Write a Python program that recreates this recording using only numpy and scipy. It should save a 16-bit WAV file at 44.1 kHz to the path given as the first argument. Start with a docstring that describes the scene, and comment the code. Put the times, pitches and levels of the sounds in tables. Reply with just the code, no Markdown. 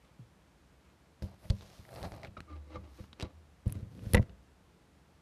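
"""A quiet hall, at a wooden lectern: a book is set down and slid into place, the microphone is handled. Over
ventilation noise a robe swishes and a floorboard gives. Thumps reach the microphone through the wood; paper
ticks and hisses; a hand scrapes and squeaks on the desk; the desk top shudders under leaning hands. Last, a
hand drags on the microphone neck and the holder snaps round with a clack that clips the input."""
import sys
import numpy as np
from scipy import signal
from scipy.fft import rfft, irfft
from scipy.io import wavfile
from scipy.ndimage import uniform_filter1d

SR = 44100
rng = np.random.default_rng(int(sys.argv[2]) if len(sys.argv) > 2 else 0)


def unload_audio(sound):
    """Save the sound as a 16-bit wav file, at the path given as the first command line argument."""
    columns = np.transpose(np.atleast_2d(sound))
    # keep every value between -1 and 1, then stretch to whole-number steps
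    steps = np.round(np.clip(columns, -1, 1) * 32767)
    wavfile.write(sys.argv[1], SR, steps.astype(np.int16))


N = 230095
T = np.arange(N) / SR
EVENT_T = T[:SR // 2]

# Strokes: t = end of swell; swell and fade = time per 20 dB. Spectra and resonances: relative gains.
# ventilation spectrum: f/Hz, gain/dB
VENT_SPECTRUM = [(26, -45), (45, -9), (70, 0.5), (91, -11), (189, -7), (208, -13), (355, -14.5), (391, -20),
                 (421, -16.5), (652, -19.5), (773, -20.5), (873, -20.5), (9920, -40), (13600, -45.5),
                 (15000, -58)]
# hall resonances: f/Hz, width/Hz, gain/dB
HALL_MODES = [(680, 36, 15), (1230, 50, 15)]
# robe strokes: t/s, level/dB, swell/s, fade/s
ROBE_SWISHES = [(.08, -70, 0.4, 0.12), (.21, -90, 0.064, 0.053), (.89, -68, 0.084, 0.088)]
# cloth rustle bands: f/Hz, width/Hz, gain/dB
ROBE_BANDS = [(1170, 230, 1.5), (2200, 660, -4.5)]
# page strokes: t/s, hold/s, level/dB, swell/s, fade/s, edge trim/dB
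PAGE_GLIDES = [(1.225, 0, -58.5, 0.0039, 0.079, -11), (1.446, 0.0042, -69, 0.081, 0.13, 0.5),
               (1.614, 0.17, -63.5, 0.21, 0.21, -26.5), (1.94, 0.098, -68, 0.15, 0.22, 4.5),
               (2.964, 0.081, -68, 0.21, 0.075, -12), (4.133, 0.03, -59.5, 0.22, 0.025, -5.5)]
# sheet on sheet: f/Hz, gain/dB
PAGE_SPECTRUM = [(800, -1), (2000, -3), (3300, -2), (4800, -1), (6200, -4), (8000, -10.5), (14000, -17)]
# dragging page edge: f/Hz, width/Hz, gain/dB
EDGE_BAND = [(9600, 8600, 0)]
# hands leaning on the desk: t/s, level/dB, fade/s
HAND_LEANS = [(2.546, -39.5, 0.15), (2.77, -47.5, 0.33), (3.32, -58.5, 0.94), (4.33, -51.5, 0.13)]
# hand squeaking on the desk: t/s, peak/dB, f/Hz, t60/s
HAND_SQUEAKS = [(2.368, -39, 1266, 0.037), (2.385, -51.5, 1248, 0.069), (2.474, -53.5, 1208, 0.27),
                (2.524, -53, 1165, 0.11), (2.756, -40, 1156, 0.039), (2.767, -45.5, 1166, 0.049)]
# pushes of the book: t/s, hold/s, relative level/dB
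BOOK_PUSHES = [(1.233, 0.11, -63.5), (1.433, 0.015, -63), (1.62, 0.2, -65.5), (1.88, 0.019, -62),
               (1.928, 0.083, -49.5), (2.041, 0.025, -48), (2.139, 0.059, -53.5), (2.231, 0.022, -55.5)]
# book on desk: f/Hz, gain/dB
SLIDE_SPECTRUM = [(35, -44), (60, -3), (127, 2.5), (231, -12.5), (325, -9.5), (468, -13), (530, -5.5),
                  (660, -7), (810, -12.5), (1000, -18.5), (1220, -17), (1400, -22), (2470, -25.5),
                  (3480, -36), (3990, -25), (14000, -59)]
# stiff cover: f/Hz, width/Hz, gain/dB
COVER_MODES = [(647, 37, -3), (792, 52, 0)]
# hand strokes on the desk: t/s, relative level/dB, swell/s, fade/s
HAND_SCRAPES = [(2.373, -45, 0.0057, 0.027), (2.519, -52, 0.072, 0.14), (2.705, -54, 0.04, 0.13),
                (2.758, -40, 0.021, 0.022), (2.84, -58.5, 0.015, 0.16), (2.998, -50, 0.024, 0.027),
                (3.206, -47.5, 0.039, 0.063), (3.229, -44.5, 0.01, 0.03), (3.255, -52.5, 0.012, 0.073)]
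# scraped desk top: f/Hz, width/Hz, gain/dB
DESK_MODES = [(305, 53, 11.5), (505.2, 15.6, 9.5), (587, 18, 4.5), (806, 35, -4), (1143, 5.2, 9),
              (2030, 88, -11.5), (3820, 44, -7.5)]
# hand on the neck, easing or tightening: t/s, hold/s, relative level/dB, sag/(dB/s)
NECK_GRIPS = [(3.66, 0.17, -37.5, 28), (3.911, 0.316, -45.5, -18.5)]
# skin on the neck: f/Hz, gain/dB
GRIP_SPECTRUM = [(24, -27.5), (40, -21), (100, 2), (158, -4.5), (207, -9.5), (401, -21.5), (512, -20.5),
                 (700, -33.5), (815, -40.5), (1150, -37), (2710, -43.5), (14000, -58)]
# paper and cover tapping the desk: t/s, peak/dB, t60/s, struck spot f/Hz
BOOK_TAPS = [(1.223, -37, 0.02, 5370), (1.456, -49, .012, 2080), (1.5002, -28, 0.015, 3360),
             (1.5046, -24.5, 0.0038, 4350), (1.6096, -39, 0.0051, 3820), (1.625, -43.5, 0.017, 1030),
             (1.8518, -47, .012, 2010), (1.89, -43, 0.017, 1530), (1.9291, -42.5, 0.022, 804),
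             (1.9596, -37, 0.022, 4850), (1.986, -47, 0.01, 4000), (2.017, -41, .025, 780),
             (2.0293, -30.5, 0.0051, 4300), (2.049, -39.5, 0.042, 1620), (2.085, -50, 0.023, 720),
             (2.1202, -34, 0.016, 850), (2.2329, -33, 0.011, 2070), (2.248, -34.5, 0.019, 2170),
             (2.255, -42, 0.045, 1500), (2.271, -43.5, 0.031, 2590), (2.4048, -30.5, 0.0068, 1900),
             (3.04, -47.5, 0.032, 1180), (3.13, -39, 0.018, 3800), (3.199, -29.5, 0.012, 2310),
             (3.208, -32.5, 0.036, 2700), (3.2149, -33, 0.014, 3650), (3.225, -27.5, 0.021, 3940),
             (3.697, -41, .007, 2500), (3.724, -40.5, 0.0068, 2970), (3.992, -42.5, 0.011, 2750),
             (4.062, -44, 0.0091, 6000), (4.1349, -22.5, 0.011, 4340), (4.2278, -41, 0.007, 2020),
             (4.295, -45, 0.018, 2960)]
# taps and crackles: f/Hz, gain/dB
PAPER_SPECTRUM = [(120, 10.5), (400, 7), (1000, -1.5), (2200, -4.5), (3200, -5), (4400, -3.5), (7000, -8.5),
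                  (14000, -9)]
# blows on the lectern; a resting hand shortens the ring and stiffens the stand:
# t/s, peak/dB, contact/ms, t60 factor, relative sway/dB, sway f/Hz
LECTERN_BLOWS = [(1.222, -31, 1.44, 1.45, -23, 60), (1.236, -26.5, 3.2, 0.61, 12, 100),
                 (1.454, -42.5, 2.1, 1.3, -17, 70), (1.5, -13, 10.3, 0.88, 6.5, 95),
                 (1.5083, -21.5, 1.94, 0.79, 11, 92), (1.625, -45, 1.5, 1.6, -14, 70),
                 (1.792, -40, 4.6, 0.83, -16, 70), (2.018, -34, 7.2, 1.8, 12, 70),
                 (2.05, -42, 3.3, 0.56, 1, 65), (2.062, -33, 2.5, .7, 1, 90),
                 (2.12, -37.5, 0.74, 0.52, 1, 70), (2.282, -38.5, 5.2, 1.4, -15, 69.6),
                 (2.379, -40.5, 6.2, 1.6, -29, 70), (2.769, -34, 1.9, 1.33, -2, 65),
                 (3.003, -34, 4.2, 0.74, -6, 79), (3.229, -25.5, 0.78, 0.83, 10, 75),
                 (3.666, -17, 4.1, 0.38, 7, 110), (3.76, -33.5, 3, 1.2, -2, 110),
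                 (3.827, -32.5, 5.2, 2.2, 3, 89), (4.067, -26.5, 3.5, 0.32, 6, 126),
                 (4.111, -39, 3.2, 0.55, 0.5, 140), (4.1363, -14.5, 4.3, 0.21, -15, 92),
                 (4.147, -8.5, 1.2, 0.55, 8.5, 62), (4.17, -16.5, 2.2, 0.23, 14, 180),
                 (4.184, -28.5, 7, 0.24, 23, 69.2), (4.1953, -12.5, 2.45, 0.28, 1, 115),
                 (4.3, -45.5, 2.14, 1.5, -21, 70)]
# lectern wood: f/Hz, gain/dB, t60/s
WOOD_MODES = [(85, -3, 0.29), (106.3, 5, 0.17), (129.2, -3.5, 0.13), (169.2, -2, 0.12), (197.3, 0, 0.25),
              (307, -17.5, 0.048), (324.3, -5, 0.11), (434, -10, 0.2), (520, -2.5, 0.14), (547, -9, 0.096),
              (617.5, -6, 0.2), (650, -19, 0.095), (854, -4, 0.06), (987, -10.5, 0.186), (1200, -12, 0.1)]
# metal neck snapping as it bends: t/s, peak/dB
NECK_SNAPS = [(3.6796, -45), (3.697, -55), (3.7035, -50), (3.7239, -32.5), (4.1349, -20), (4.1493, -22)]
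# metal neck: f/Hz, width/Hz, gain/dB
NECK_MODES = [(9870, 360, 2), (11400, 870, -11)]
# holder knocking in its socket: t/s, peak/dB, cutoff/Hz
HOLDER_KNOCKS = [(4.1355, -30, 4500), (4.146, -7, 6000), (4.148, -11, 3400), (4.15, -13, 3960),
                 (4.1705, -19, 2900), (4.1787, -21, 2200)]
# damped holder body: f/Hz, width/Hz, gain/dB
HOLDER_MODES = [(280, 19, 17), (349, 42, 17.5), (410, 40, 15.5), (491, 34.6, 18.5), (685, 30, 13.5),
                (924, 29, 10), (1049, 23, 2), (1387, 71, 5.5), (1580, 40, 4), (1747, 67, 5),
                (1962, 108, 15), (2350, 55, 4.5), (2656, 130, 1), (3470, 71, -2.5), (4360, 70, -11.5),
                (5100, 330, -12.5)]


def undb(db):
    """Decibels to gain."""
    return 10 ** (np.asarray(db) / 20)


def unit(x):
    """Scale to rms 1."""
    return x / np.sqrt(np.mean(x ** 2))


def peak(x, db):
    """Scale to a peak level."""
    return x * undb(db) / np.abs(x).max()


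def decay(t60_s, t=EVENT_T):
    """Exponential decay."""
    return np.exp(-np.log(1000) * t / max(t60_s, 1e-4))


def add(out, t_s, x):
    """Mix x in at t_s."""
    i = int(t_s * SR)
    out[i:i + len(x)] += x[:N - i]


def lowpass(x, hz):
    """Second-order roll-off."""
    return signal.sosfilt(signal.butter(2, min(hz, .45 * SR), fs=SR, output="sos"), x)


def colour(x, spectrum):
    """Causal filter with the given spectrum, via its cepstrum."""
    hz, db = np.transpose(spectrum)
    size = 2 ** 13
    log_hz = np.log(np.fft.rfftfreq(size, 1 / SR) + 1)
    log_gain = np.log(undb(np.interp(log_hz, np.log(hz), db)))
    cepstrum = irfft(log_gain)[:size // 2]
    cepstrum[1:] *= 2
    return signal.fftconvolve(x, irfft(np.exp(rfft(cepstrum, size))))[:len(x)]


def resonate(x, modes):
    """Parallel resonators."""
    return sum(undb(db) * signal.lfilter(*signal.iirpeak(hz, hz / width_hz, SR), x)
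               for hz, width_hz, db in modes)


def wander(rate_hz):
    """Smooth random drift, rms 1."""
    span = int(SR / rate_hz)
    steps = np.repeat(rng.standard_normal(N // span + 1), span)
    return unit(uniform_filter1d(steps, span)[:N])


def friction(slips_per_s, patchy_db):
    """Dense tiny slips, uneven in size, in patches."""
    slips = (rng.random(N) < slips_per_s / SR) * rng.standard_normal(N)
    size_db = 2.5 * np.minimum(rng.exponential(size=N), 4)
    return slips * undb(size_db + patchy_db * wander(70))


def stroke(t_s, db, swell_s, fade_s, hold_s=0, sag_db_per_s=0):
    """Gain of one rub: swell, sloping hold, fade."""
    before_s, after_s = np.maximum(t_s - T, 0), np.maximum(T - t_s - hold_s, 0)
    sag_db = sag_db_per_s * np.clip(T - t_s, 0, hold_s)
    return undb(db - sag_db - 20 * (before_s / swell_s + after_s / fade_s))


def ventilation(level_db=-63.5):
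    """Steady rumble and hiss."""
    return undb(level_db) * unit(colour(rng.standard_normal(N), VENT_SPECTRUM))


def reverb(x, tail_db=-40, tail_t60_s=0.93, early_db=-38, early_t60_s=0.21, delay_s=.02):
    """Short dull wash off nearby panels, dark hall tail; faint, as the sources are close."""
    tail, early = rng.standard_normal((2, N)) * (T > delay_s)
    tail = lowpass(lowpass(tail, 900) + resonate(tail, HALL_MODES), 1500) * decay(tail_t60_s, T)
    early = lowpass(lowpass(early, 1500), 1500) * decay(early_t60_s, T)
    response = undb(tail_db) * tail / np.linalg.norm(tail) + undb(early_db) * early / np.linalg.norm(early)
    return signal.fftconvolve(x, response)[:N]


def robe():
    """Swinging cloth: soft rushes of tiny slips."""
    cloth = unit(resonate(friction(3500, patchy_db=5), ROBE_BANDS))
    return cloth * sum(stroke(*swish) for swish in ROBE_SWISHES)


def footfall(t_s=.192, peak_db=-43.5, hz=116, t60_s=.19, settle_t60_s=0.031):
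    """A floorboard's note sinks as weight settles; the sole scuffs."""
    settling = decay(settle_t60_s)
    phase = 2 * np.pi * np.cumsum(hz * (1 + 1.4 * settling)) / SR
    scuff = 0.088 * unit(resonate(rng.standard_normal(len(EVENT_T)), [(260, 100, 0)]))
    out = np.zeros(N)
    add(out, t_s, peak((np.sin(phase) + scuff) * decay(t60_s) * (1 - settling), peak_db))
    return out


def pages(edge_db=-3):
    """Sheets hiss face to face, brighter where an edge drags."""
    slips = friction(8000, patchy_db=0.5)
    face = unit(colour(slips, PAGE_SPECTRUM))
    edge = unit(resonate(resonate(slips, EDGE_BAND), EDGE_BAND))
    return sum((face + undb(edge_db + trim_db) * edge) * stroke(t_s, db, swell_s, fade_s, hold_s)
               for t_s, hold_s, db, swell_s, fade_s, trim_db in PAGE_GLIDES)


def desk_shudder(hz=73.5, wobble=0.0642, swell_s=0.064):
    """Slow stick-slip swings the desk top unevenly near its lowest mode."""
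    phase = 2 * np.pi * np.cumsum(hz * (1 + wobble * wander(10))) / SR
    swing = unit(np.sin(phase) * undb(2.5 * wander(30)))
    return swing * sum(stroke(t_s, db, swell_s, fade_s) for t_s, db, fade_s in HAND_LEANS)


def hand_squeaks(sharp=0.033, settle_t60_s=.04, jitter=.04, rise_share=0.35):
    """Stick-slip: starts sharp, settles on an unsteady pitch; long squeaks start softly."""
    out = np.zeros(N)
    for t_s, db, hz, t60_s in HAND_SQUEAKS:
        bend = 1 + sharp * decay(settle_t60_s) + jitter * wander(590)[:len(EVENT_T)]
        phase = 2 * np.pi * np.cumsum(hz * bend) / SR
        tone = np.sin(phase) + undb(-18) * np.sin(1.8 * phase)
        add(out, t_s, peak(tone * decay(t60_s) * (1 - decay(rise_share * t60_s)), db))
    return out


def book_slide(glide_db=4.5, crackle_db=-13, crackles_per_s=90):
    """Slips ring the cover, paper catches and crackles; each push slows as it goes."""
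    slips = friction(3000, patchy_db=1.8)
    glide = undb(glide_db) * unit(colour(slips + resonate(slips, COVER_MODES), SLIDE_SPECTRUM))
    catches = (rng.random(N) < crackles_per_s / SR) * rng.uniform(-1, 1, N)
    crackle = undb(crackle_db) * unit(colour(catches, PAPER_SPECTRUM))
    push = sum(stroke(t_s, db, swell_s=0.03, fade_s=0.059, hold_s=hold_s, sag_db_per_s=33)
               for t_s, hold_s, db in BOOK_PUSHES)
    return (glide + crackle) * push


def hand_scrapes(gain_db=-1, grit_db=-19, cutoff_hz=4200):
    """The hand's slips ring the desk top, with faint grit."""
    slips = friction(8700, patchy_db=2)
    grit = undb(grit_db) * unit(lowpass(slips, cutoff_hz))
    rasp = lowpass(unit(resonate(slips, DESK_MODES)) + grit, cutoff_hz)
    return undb(gain_db) * rasp * sum(stroke(*scrape) for scrape in HAND_SCRAPES)


def neck_grip(gain_db=-3, swell_s=0.0063, fade_s=0.069):
    """Skin drags on the microphone neck: a low rub."""
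    rub = undb(gain_db) * unit(colour(friction(4000, patchy_db=2), GRIP_SPECTRUM))
    return rub * sum(stroke(t_s, db, swell_s, fade_s, hold_s, sag_db_per_s)
                     for t_s, hold_s, db, sag_db_per_s in NECK_GRIPS)


def book_taps(rattle_db=-26, rattle_t60_s=0.14, spot_width_hz=480, spot_db=8, db_per_octave=12.5):
    """Paper or board cracks and rattles, the struck spot rings; harder is brighter."""
    out = np.zeros(N)
    for t_s, db, t60_s, spot_hz in BOOK_TAPS:
        envelope = decay(t60_s) + undb(rattle_db) * decay(rattle_t60_s)
        crack = rng.standard_normal(len(EVENT_T)) * envelope
        crack[0] = 5  # contact impulse
        crack += resonate(crack, [(spot_hz, spot_width_hz, spot_db)])
        cutoff_hz = 4760 * 2 ** ((db + 35.5) / db_per_octave)
        add(out, t_s, peak(lowpass(colour(crack, PAPER_SPECTRUM), cutoff_hz), db))
    return out


def wood_ring(t60_factor, scatter_db=1, detune=0.019):
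    """Decaying modes; each blow lands elsewhere and shifts their levels and pitches."""
    draws = rng.standard_normal((len(WOOD_MODES), 2))
    out = np.zeros(len(EVENT_T))
    for (level_draw, pitch_draw), (hz, db, t60_s) in zip(draws, WOOD_MODES):
        tone = np.sin(2 * np.pi * hz * (1 + detune * pitch_draw) * EVENT_T)
        out += undb(db + scatter_db * level_draw) * decay(t60_s * t60_factor) * tone
    return out


def lectern_thumps(sway_t60_s=0.072):
    """A soft blow rings the wood and rocks the stand; longer contact is duller."""
    out = np.zeros(N)
    for t_s, db, contact_ms, t60_factor, sway_db, sway_hz in LECTERN_BLOWS:
        age = EVENT_T[:SR // 20] * 1000 / contact_ms
        force = age ** 2 * np.exp(-3 * np.pi * age)
        sway = undb(sway_db) * decay(sway_t60_s) * np.sin(2 * np.pi * sway_hz * EVENT_T)
        add(out, t_s, peak(signal.fftconvolve(wood_ring(t60_factor) + sway, force), db))
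    return out


def neck_snaps(t60_s=0.0043, tail_db=-21, tail_t60_s=0.023):
    """The bending metal neck slips and rings brightly."""
    out = np.zeros(N)
    envelope = decay(t60_s) + undb(tail_db) * decay(tail_t60_s)
    for t_s, db in NECK_SNAPS:
        slip = rng.standard_normal(len(EVENT_T)) * envelope
        add(out, t_s, peak(resonate(slip, NECK_MODES), db))
    return out


def holder_clacks(chatter_db=-23, chatter_t60_s=0.026, crack_db=-19):
    """Each knock rings the holder's body and chatters in the socket."""
    out = np.zeros(N)
    highpass = signal.butter(2, 900, "high", fs=SR)
    for t_s, db, cutoff_hz in HOLDER_KNOCKS:
        chatter = signal.lfilter(*highpass, rng.standard_normal(len(EVENT_T)))
        force = undb(chatter_db) * chatter * decay(chatter_t60_s)
        force[0] = 1  # contact impulse
        clack = resonate(force, HOLDER_MODES) + undb(crack_db) * force
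        add(out, t_s, peak(lowpass(clack, cutoff_hz), db))
    return out


def scene():
    """Close sounds at the lectern plus the hall; mono."""
    near = footfall() + robe() + lectern_thumps() + book_taps() + holder_clacks() + neck_snaps()
    near += hand_squeaks() + pages() + book_slide() + hand_scrapes() + neck_grip() + desk_shudder()
    return (near + reverb(near) + ventilation())[None]


def record(dry, low_hz=38, clip_level=.28, top_hz=14400):
    """Input stage: rumble cut, clipping on the loudest peaks, top cut."""
    sound = signal.sosfilt(signal.butter(3, low_hz, "high", fs=SR, output="sos"), dry)
    clipped = np.clip(sound, -clip_level, clip_level)
    return signal.sosfilt(signal.ellip(10, .2, 70, top_hz, fs=SR, output="sos"), clipped)


dry = scene()
out = record(dry)
unload_audio(out)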